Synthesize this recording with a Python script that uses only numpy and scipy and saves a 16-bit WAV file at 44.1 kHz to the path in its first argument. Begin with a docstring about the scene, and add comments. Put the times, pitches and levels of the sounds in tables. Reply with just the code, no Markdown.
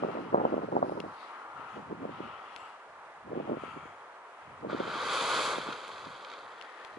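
"""A hot spring pool in the open, heard from its edge on a stereo microphone.
Puffs of breeze hiss past on the left and set hollows sounding; spurts of fizz and a few close ticks
come between them. Gusts buffet the microphone as their eddies cross its two ports. Then a gas bubble
bursts: the thrown water rains back as a rush of drops and ringing bubbles, and the foam fizzes away."""
import sys
import numpy as np
from scipy import signal
from scipy.fft import rfft, irfft
from scipy.io import wavfile
from scipy.ndimage import uniform_filter1d

SR = 44100
rng = np.random.default_rng(int(sys.argv[2]) if len(sys.argv) > 2 else 0)


def int16_out(signal):
    """Quantize to a 16-bit WAV file."""
    q = np.round(np.clip(np.atleast_2d(signal).T, -1, 1) * 32767)
    wavfile.write(sys.argv[1], SR, q.astype(np.int16))


N = 307818
TIME = np.arange(N) / SR
FREQ = np.arange(N // 2 + 1) * SR / N

# the strongest eddies to hit the microphone: t/s, level/dB, centre f/Hz
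THUMPS = [(0.027, -19, 395), (0.036, -14.5, 710), (0.049, -17, 430), (0.064, -37, 520), (0.098, -23.5, 536),
          (0.152, -24, 424), (0.173, -24, 650), (0.339, -27, 520), (0.345, -6.5, 596), (0.3535, -18, 615),
          (0.359, -26, 560), (0.372, -16, 776), (0.3785, -20, 540), (0.3835, -17, 620), (0.401, -17, 636),
          (0.41, -26, 540), (0.437, -23, 497), (0.4525, -8, 640), (0.457, -23, 450), (0.466, -23, 556),
          (0.476, -25, 620), (0.525, -20.5, 390), (0.532, -19, 450), (0.542, -15, 434), (0.567, -21.5, 460),
          (0.58, -16.5, 530), (0.592, -25, 370), (0.622, -28, 474), (0.644, -21, 387), (0.687, -26, 500),
          (0.7255, -20, 750), (0.7285, -19.5, 372), (0.734, -26, 400), (0.744, -25, 390), (0.754, -19, 470),
          (0.767, -8, 604), (0.776, -21.5, 690), (0.792, -24, 460), (0.820, -26, 580), (0.8275, -9.5, 710),
          (0.8297, -13.5, 710), (0.846, -34, 480), (0.867, -26, 420), (0.884, -29, 340),
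          (0.896, -21.5, 695), (0.922, -21, 455), (1.004, -26.5, 380), (1.04, -28.5, 490),
          (1.048, -34, 463), (1.596, -41.5, 267), (1.771, -33.5, 347), (1.927, -23.5, 364),
          (2.009, -37, 350), (2.021, -34, 360), (2.033, -26.5, 380), (2.053, -23, 480), (2.094, -27.5, 420),
          (2.205, -27.5, 350), (2.238, -40, 650), (3.321, -30, 400), (3.332, -24, 410), (3.355, -26, 570),
          (3.366, -23, 390), (3.376, -21.5, 364), (3.383, -30, 290), (3.401, -22, 450), (3.492, -27, 420),
          (3.4965, -19, 470), (3.505, -28.5, 330), (3.514, -22.5, 430), (3.52, -19.5, 350),
          (3.53, -23, 302), (3.546, -32, 420), (3.571, -26.5, 437), (3.579, -32, 378), (3.637, -26, 464),
          (3.767, -34.5, 312), (3.775, -34, 314), (3.856, -38.5, 390), (4.634, -31.5, 264),
          (4.656, -36, 294), (4.671, -30, 298), (4.699, -26, 570), (4.731, -18.5, 427), (4.748, -19.5, 316),
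          (4.803, -17.5, 380), (4.809, -21, 620), (4.879, -25.5, 453), (5.584, -21.5, 503),
          (5.689, -26.5, 294), (6.07, -37, 300), (6.972, -35, 340)]


def from_db(db):
    """Decibels to gain."""
    return 10 ** (np.asarray(db) / 20)


def rms_one(x):
    """Scale to unit rms."""
    return x / np.sqrt(np.mean(x ** 2) + 1e-20)


def curve(points):
    """Spread rows of (f/Hz, value) over FREQ, on a log-frequency axis."""
    hz, values = np.transpose(points)
    return np.interp(np.log(FREQ + 1e-9), np.log(hz), values)


def drift(rate_hz):
    """Random wavering, mostly slower than rate_hz; rms 1."""
    return rms_one(irfft(rfft(rng.standard_normal(N)) / (1 + (FREQ / rate_hz) ** 2), N))


def butter(x, hz, kind, order=2):
    """Causal high-, low- or band-pass."""
    return signal.sosfilt(signal.butter(order, hz, kind, fs=SR, output="sos"), x)


def noise_band(hz, width_hz):
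    """An airy note: noise around one pitch; rms 1."""
    edges = [max(hz - width_hz / 2, 10), hz + width_hz / 2]
    return rms_one(butter(rng.standard_normal(N), edges, "band"))


def placed(x, pan_db):
    """Set a source pan_db louder on the left than on the right."""
    return x * from_db(np.array([[pan_db], [-pan_db]]) / 2)


def colour(pair, spectrum, likeness, lag_ms=0, pan_db=0):
    """Two unrelated excitations become one stereo sound of this spectrum, lag_ms later on the left."""
    skirts = 1 / (1 + (spectrum[0][0] / (FREQ + 1)) ** 4) / (1 + (FREQ / spectrum[-1][0]) ** 16)
    mid, side = rfft(pair) * from_db(curve(spectrum)) * skirts
    alike, sides = np.clip(curve(likeness), -1, 1), np.array([[1], [-1]])
    stereo = np.sqrt(1 + alike) * mid + np.sqrt(1 - alike) * side * sides
    left, right = irfft(stereo * from_db(sides * pan_db / 2), N)
    left = np.interp(TIME - lag_ms / 1000, TIME, left)
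    return np.array([left, right]) / np.std((left + right) / 2)


def plateau(start, hold_s, rise_db_per_s, fall_db_per_s):
    """Gain that rises to 1 at start, holds, then dies away."""
    before_db = rise_db_per_s * np.maximum(start - TIME, 0)
    after_db = fall_db_per_s * np.maximum(TIME - start - hold_s, 0)
    return from_db(-np.minimum(before_db + after_db, 200))


def swells(rows):
    """Bell-shaped swells (t/s, half-width/s, level/dB, ..) add in power; one gain per level column."""
    return np.sqrt(sum(from_db(levels)[:, None] ** 2 * np.exp(-np.minimum(((TIME - s) / width) ** 2, 50))
                       for s, width, *levels in rows))


def breeze():
    """A far murmur of air and water; each puff adds a rush and, from the left, hiss, rustle and air."""
    # passing puffs: t/s, half-width/s, then level/dB of rush, hiss, rustle and airy top
    puffs = [(0.08, 0.19, -48, -60, -71, -82), (0.5, 0.12, -48.5, -63, -75.5, -87),
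             (0.92, 0.24, -52.5, -69.5, -73.5, -82.5), (1.13, 0.044, -50, -76, -81, -86),
             (1.25, 0.1, -52.5, -64, -78, -79.5), (1.39, 0.064, -51.5, -66, -80, -81),
             (1.65, 0.22, -50, -66, -79.5, -82), (2.26, 0.19, -51, -62, -79, -88),
             (2.58, 0.12, -54, -62.5, -71.5, -81), (3.45, 0.087, -62, -62.5, -86, -96),
             (3.69, 0.19, -52, -63, -87, -81), (4.5, 0.21, -62.5, -69.5, -91, -83),
             (6.8, 0.19, -62, -63.5, -73, -81)]
    # spectra of the murmur and of a puff's four sounds: f/Hz, level/dB
    murmur_spectrum = [(30, -46.5), (100, -34), (230, -23.5), (400, -7.5), (600, -2.5), (950, 1),
                       (1300, -0.5), (1900, -9), (3000, -19.5), (5000, -29), (8000, -32), (11000, -33.5)]
    rush_spectrum = [(300, -8), (600, -13), (900, -3), (1150, -4), (1340, -2.5), (1500, -13.5),
                     (1900, -18.5), (3000, -54)]
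    hiss_spectrum = [(1200, -16), (1900, 10.5), (2400, 6), (3200, 2), (3700, -10), (5000, -17), (6500, -35)]
    rustle_spectrum = [(2800, -13), (3900, 5), (4800, -1.5), (5800, -5), (7500, -18), (8600, -24),
                       (10000, -16), (11500, -15)]
    airy_spectrum = [(6300, 1), (7800, -3), (8800, -6), (10000, -4), (11500, -9)]
    # how alike the two sides hear the air: f/Hz, correlation
    likeness = [(60, 0.97), (570, 0.88), (1200, 0.94), (2500, 0.11), (5300, 0.12), (11000, 0.23)]
    rush_gain, hiss_gain, rustle_gain, airy_gain = swells(puffs)
    white = rng.standard_normal((5, 2, N))
    murmur = colour(white[0], murmur_spectrum, likeness, lag_ms=0.078)
    rush = colour(white[1], rush_spectrum, likeness, lag_ms=0.13, pan_db=2)
    hiss = colour(white[2], hiss_spectrum, likeness, pan_db=16)
    rustle = colour(white[3], rustle_spectrum, likeness, pan_db=24)
    airy = colour(white[4], airy_spectrum, likeness, pan_db=19)
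    return (murmur * from_db(-51 + 0.5 * drift(7.7))
            + rush * rush_gain * from_db(1.5 + drift(20))
            + hiss * hiss_gain * from_db(2 + 1.6 * drift(14))
            + rustle * rustle_gain * from_db(0.4 + 1.6 * drift(25))
            + airy * airy_gain * from_db(1.5 * drift(25)))


def hollow_notes():
    """Air blows across hollows a little to the left; each note swells and fades at its own pitch."""
    # notes of the hollows: t/s, half-width/s, level/dB, f/Hz, bandwidth/Hz
    notes = [(0.071, .15, -51.5, 1300, 220), (0.46, 0.097, -53, 1290, 290), (1.4, 0.056, -57, 1500, 170),
             (1.64, 0.077, -46.5, 1313, 140), (2.31, 0.14, -55, 1326, 190), (2.62, 0.1, -55, 1270, 87),
             (3.68, 0.12, -50.5, 1320, 140), (0.08, .17, -66, 2760, 300), (0.5, 0.08, -65.5, 2740, 400),
             (2.28, 0.089, -62.5, 2800, 430), (2.58, .11, -62.5, 2800, 300), (2.48, 0.21, -69, 3300, 350),
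             (3.78, 0.11, -62.5, 2200, 280), (6.75, 0.24, -60, 1800, 290), (3.8, 0.14, -69.5, 3230, 250)]
    blown = sum(swells([(s, half_s, db)])[0] * noise_band(hz, width) for s, half_s, db, hz, width in notes)
    return placed(blown, pan_db=7)


def fizz(rise_db_per_s=400, fall_db_per_s=119):
    """Short spurts of fizz on the left: each starts quickly, holds its pitch and fades."""
    # spurts: t/s, hold/s, level/dB, f/Hz, bandwidth/Hz
    spurts = [(0.87, 0.055, -84, 10000, 700), (0.87, 0.085, -80, 5000, 600), (1.12, 0.096, -88, 9700, 900),
              (1.185, 0.06, -68, 3900, 1300), (1.576, 0.17, -66.5, 2500, 1100), (1.7, .06, -83, 6400, 1400),
              (2.12, 0.14, -68, 2860, 1600), (2.59, 0.012, -76, 7600, 650), (2.59, 0.032, -89, 10800, 500),
              (3.615, 0.09, -63, 2470, 990), (3.62, 0.15, -82, 4600, 350), (3.61, 0.28, -83.5, 6700, 980),
              (3.6, 0.14, -85, 9000, 1000)]
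    fizzing = sum(from_db(db) * plateau(s, hold, rise_db_per_s, fall_db_per_s) * noise_band(hz, width)
                  for s, hold, db, hz, width in spurts)
    return placed(fizzing, pan_db=19)


def ticks(crack_gain=0.61, crack_s=0.0013, trim_db=-6):
    """Sharp ticks close by: each is a brief crack around its pitch and a few milliseconds of ring."""
    # ticks: t/s, level/dB, f/Hz, ring t60/s, left over right/dB
    hits = [(1.0012, -30, 2820, 0.012, 11), (2.5617, -29.5, 3500, 0.0052, 12.5),
            (5.879, -36, 9200, .003, -3), (6.612, -37, 2850, .009, 14), (6.623, -37, 3520, .007, -3),
            (6.848, -32.5, 2950, 0.0042, 10.5)]
    # modes of a tick: multiple of its pitch, level/dB
    modes = [(.8, -10), (1, 1), (1.17, -4), (1.46, -13), (1.8, -8), (2.5, -15)]
    out, t = np.zeros((2, N)), np.arange(900) / SR
    for s, db, hz, t60, pan_db in hits:
        noise = butter(rng.standard_normal((2, len(t))), [0.72 * hz, 1.16 * hz], "band", order=1)
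        crack = crack_gain * rms_one(noise) * np.exp(-t / crack_s)
        tone = sum(from_db(mode_db) * np.sin(2 * np.pi * ratio * hz * t)
                   for ratio, mode_db in modes if ratio * hz < SR / 2)
        tone = butter(tone * from_db(-60 * t / t60), 5360, "low")   # higher modes ring more weakly
        at = round((s + 0.00082) * SR)
        out[:, at:at + len(t)] += from_db(db + trim_db) * placed(tone + crack, pan_db)
    return out


def turbulence(rise_db_per_s=203, wake_lead_s=0.015, wake_decay_s=0.021, lull_db=-89.5):
    """Strength of the air on the ports: fluttering gusts, the wakes of big eddies and a restless lull."""
    # gusts at the microphone: t/s, hold/s, level/dB, fall/(dB/s)
    gusts = [(0.0, 0.29, -47.5, 148), (0.339, 0.72, -46.5, 193), (0.368, 0.02, -41.5, 300),
             (1.25, .22, -78, 109), (1.563, 0.025, -54.5, 114), (1.762, 0.03, -49, 130),
             (1.896, 0.037, -47.5, 118), (2.013, 0.094, -47, 120), (2.199, .02, -50, 75),
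             (2.596, .02, -65.5, 90), (2.91, 0.06, -64.5, 60), (3.286, 0.12, -47.5, 250),
             (3.46, 0.087, -48, 150), (3.608, 0.242, -54.5, 128), (4.0, .04, -73, 50),
             (4.486, 0.027, -53.5, 104), (4.647, 0.19, -47, 103), (4.944, 0.78, -54, 193),
             (5.93, 0.058, -62.5, 120), (6.069, 0.0093, -53.5, 130), (6.4, 0.044, -64.5, 120),
             (6.98, 0.06, -57, 100)]
    gust_power = sum((from_db(db) * plateau(s, hold, rise_db_per_s, fall)) ** 2
                     for s, hold, db, fall in gusts)
    gust_power *= from_db(1.73 * drift(22)) ** 2
    wake_power = np.zeros(N)
    for s, db, _ in THUMPS:
        wake_db = -47 + 0.67 * (db + 20)   # a harder thump leaves a stronger wake
        away = np.maximum((s - TIME) / wake_lead_s, (TIME - s) / wake_decay_s)
        wake_power += (from_db(wake_db) * np.exp(-np.minimum(away, 20))) ** 2
    lull_power = from_db(lull_db + 6.2 * drift(8.6)) ** 2
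    return np.sqrt(gust_power + wake_power + lull_power)


def eddy_pulses(rows, width_cycles):
    """Each eddy (t/s, gain, f/Hz) is one smooth swing of pressure, about a cycle long."""
    out, near = np.zeros(N), np.arange(-400, 401)
    s, gain, hz = np.transpose(rows)[:, :, None]
    cycles = hz * near / SR
    window = np.exp(-0.5 * (cycles / width_cycles) ** 2)
    swing = np.cos(2 * np.pi * (cycles + rng.random((len(s), 1))))
    np.add.at(out, np.clip((s * SR).astype(int) + near, 0, N - 1), gain * window * swing)
    return out


def small_eddies(gust, count=4400, base_hz=400, base_db=-45, brightest_db=-43.5):
    """A swarm of eddies; a stronger gust brings faster, brighter ones, up to brightest_db."""
    pitch_scatter, size_scatter = np.clip(rng.standard_normal((count, 2)), -2, 2).T
    s = rng.uniform(0, TIME[-1], count)
    gust_db = np.interp(s, TIME, np.minimum(20 * np.log10(gust), brightest_db))
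    hz = base_hz * from_db(1.1462 * (gust_db - base_db) + 4 * pitch_scatter)
    pulses = eddy_pulses(np.c_[s, from_db(2.5 * size_scatter), hz], width_cycles=0.3)
    return butter(pulses, 215, "high", order=1)


def big_eddies():
    """Single thumps on the microphone; the harder the thump, the fewer cycles it lasts."""
    s, db, hz = np.transpose(THUMPS)
    width_cycles = np.clip(0.37 - 0.0042 * (db[:, None] + 24.5), 0.2, 0.6)
    return butter(eddy_pulses(np.c_[s, from_db(db - 0.5), hz], width_cycles), 120, "high", order=1)


def rumble_power(x):
    """Running power of the lows."""
    return uniform_filter1d(butter(x, 224, "low", order=4) ** 2, size=1500) + 1e-12


def buffeting(port_turn_hz=520):
    """Wind on the microphone: eddies cross the left port, then the right."""
    gust = turbulence()
    eddies, thumps = small_eddies(gust), big_eddies()
    strength = gust * from_db(-2.5)
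    # the small eddies are turned down around each loud thump
    strength = strength ** 2 / np.sqrt(strength ** 2 + 0.14 * rumble_power(thumps))
    wind = eddies * strength / np.sqrt(rumble_power(eddies)) + thumps
    # hard shoves on the diaphragm turn slightly lopsided, which gives them an edge
    wind = wind + 0.52 * butter(wind ** 2, 620, "high")
    left = butter(butter(wind, 126.5, "high"), 1270, "low")
    # the right port follows late, the lows by more than the highs: a first-order all-pass
    right = 2 * butter(left, port_turn_hz, "low", order=1) - left
    # a faint deep rumble lies under it, partly each port's own and partly shared
    noise = rng.standard_normal((2, N)) + 0.64 * rng.standard_normal(N)
    rumble = 0.13 * strength * rms_one(butter(noise, 190, "low"))
    return np.array([left * from_db(0.83), right * from_db(2)]) + butter(rumble, 27, "high", order=1)


def grains(per_s, spread_db):
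    """Two trains of random impacts, their sizes scattered by spread_db."""
    sizes = from_db(spread_db * np.minimum(rng.exponential(1, (2, N)), 5))
    signs = rng.choice([-1, 1], (2, N))
    return rms_one(sizes * signs * (rng.random((2, N)) < per_s / SR))


def ring(clicks, hz, t60):
    """A unit click sets a sine of height 1 ringing."""
    r, w = from_db(-60 / (t60 * SR)), 2 * np.pi * hz / SR
    return signal.lfilter([0, np.sin(w)], [1, -2 * r * np.cos(w), r * r], clicks + 1e-18)


def bubbles(per_s, low_hz, high_hz, cycles, sizes=36):
    """Trapped bubbles of many sizes, each ringing down by 60 dB in this many cycles."""
    births, size = grains(per_s, spread_db=2), rng.integers(0, sizes, N)
    pitches = np.geomspace(low_hz, high_hz, sizes) * rng.uniform(0.98, 1.02, sizes)
    return rms_one(sum(hz * ring(births * (size == k), hz, cycles / hz) for k, hz in enumerate(pitches)))


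def splats(decay_s=0.0032):
    """Gain of the fat drops after the pour: each lands at once and dies in a few milliseconds."""
    # landings: t/s, level/dB
    landings = [(5.7048, -44), (5.728, -42), (5.879, -48.5), (5.914, -52), (5.9796, -47), (6.0485, -51),
                (6.0535, -54), (6.248, -43.5), (6.3001, -43), (6.316, -48), (6.336, -43), (6.388, -49),
                (6.4612, -58)]
    return sum(from_db(db) * (TIME >= s) * np.exp(-np.clip((TIME - s) / decay_s, 0, 30))
               for s, db in landings)


def downpour(shape, slops, tear_s=4.68, attack_s=0.021, pour_s=5.144, hold_s=0.3):
    """Gain of one sound of the burst: silent until the dome of water tears, then pour, foam and slops."""
    pour_db, build, die, foam_db, fade = shape
    pour = from_db(pour_db) * plateau(pour_s, hold_s, build, die)
    foam = from_db(foam_db) * plateau(pour_s, hold_s, build, fade)
    return np.clip((TIME - tear_s) / attack_s, 0, 1) * np.sqrt(pour ** 2 + foam ** 2 + slops ** 2)


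def burst():
    """Water thrown by the gas bubble falls back: it churns bubbles in, drops slap, spray sizzles."""
    # course of each sound: pour level/dB, build/(dB/s), fall/(dB/s), foam level/dB, foam fade/(dB/s)
    churn_shape = (-33.5, 23.5, 54, -41.5, 11)
    drops_shape = (-40, 37.5, 84, -45.5, 17.5)
    spray_shape = (-45.5, 71, 104, -56, 17.5)
    # spectrum of each sound: f/Hz, level/dB
    churn_spectrum = [(25, -31), (120, -27), (300, -11.5), (520, -2.5), (730, -9.5), (950, -2.5), (1250, 1),
                      (1500, -3), (1800, -14.5), (2400, -11)]
    drops_spectrum = [(1300, -34), (1900, -3.5), (2400, 1.5), (2650, 0), (2880, -7.5), (3150, 4),
                      (3900, -0.5), (4800, -6), (5400, -16.5), (7000, -14.5)]
    spray_spectrum = [(4500, 11), (5500, -5.5), (6200, 0.5), (6800, -2.5), (7100, 2.5), (7700, 1.5),
                      (8500, -9), (9500, -4.5), (10300, 0), (11500, -10)]
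    # single slops of water: t/s, half-width/s, then level/dB of churn, drops and spray
    slops = [(4.712, 0.0099, -39, -62, -69), (5.36, 0.063, -34.5, -43.5, -47.5),
             (5.51, 0.046, -35, -52, -49), (5.69, 0.055, -42.5, -69, -80), (6.32, 0.059, -49.5, -58.5, -83),
             (6.65, 0.0088, -46.5, -67.5, -82), (6.81, 0.05, -52, -66, -78)]
    # how alike the two sides hear the pool: f/Hz, correlation
    likeness = [(100, 0.86), (570, 0.98), (1200, 0.94), (3500, 0.86), (6000, 0.48), (11000, 0.41)]
    # the two ports hear the pool in different colours: f/Hz, left over right/dB
    balance = [(500, 0.5), (1200, 1.5), (1850, 3.5), (2250, -5.5), (2800, -3.5), (3800, -3), (4900, 4.5),
               (6000, -12), (7200, 1.5), (8500, 0), (10000, 0)]
    churn_gain, drops_gain, spray_gain = map(downpour, (churn_shape, drops_shape, spray_shape), swells(slops))
    wash, pan_db = rng.standard_normal((3, 2, N)), curve(balance)
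    gurgle = bubbles(per_s=2500, low_hz=307, high_hz=2190, cycles=14.7)
    churn = colour(gurgle + 4.46 * wash[0], churn_spectrum, likeness, lag_ms=0.082, pan_db=pan_db)
    # one rain of impacts sounds in both slap and sizzle; when they are fewer, each stands out more
    flow = drops_gain / drops_gain.max()
    per_s = 9000 * np.maximum(flow, 0.04) ** 1.1
    impacts = np.sqrt(per_s.mean() / per_s) * grains(per_s, spread_db=-0.5)
    pings = bubbles(per_s=1100, low_hz=1780, high_hz=5117, cycles=200)   # tiny bubbles trapped by drops
    drops = colour(impacts + 0.3 * pings + 0.5 * wash[1], drops_spectrum, likeness, pan_db=pan_db)
    spray = colour(impacts + 1.7 * wash[2], spray_spectrum, likeness, pan_db=pan_db)
    # the thinner the pour, the more the drops land in clumps
    patter = from_db(0.5 * (1 - flow) * (drift(81) + 0.44))
    splat = colour(wash[2], drops_spectrum, likeness, pan_db=pan_db)
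    splat += from_db(-28) * colour(wash[1], spray_spectrum, likeness)
    return (churn * churn_gain * from_db(0.23 * drift(25))
            + drops * drops_gain * patter
            + spray * spray_gain * from_db(0.88 * drift(36))
            + splat * splats())


def scene():
    """Open air: every source reaches the microphone directly."""
    return buffeting() + breeze() + hollow_notes() + fizz() + burst() + ticks()


def record(dry):
    """The top is cut steeply above 11150 Hz."""
    return signal.sosfilt(signal.ellip(12, 0.2, 70, 11150, fs=SR, output="sos"), dry)


dry = scene()
out = record(dry)
int16_out(out)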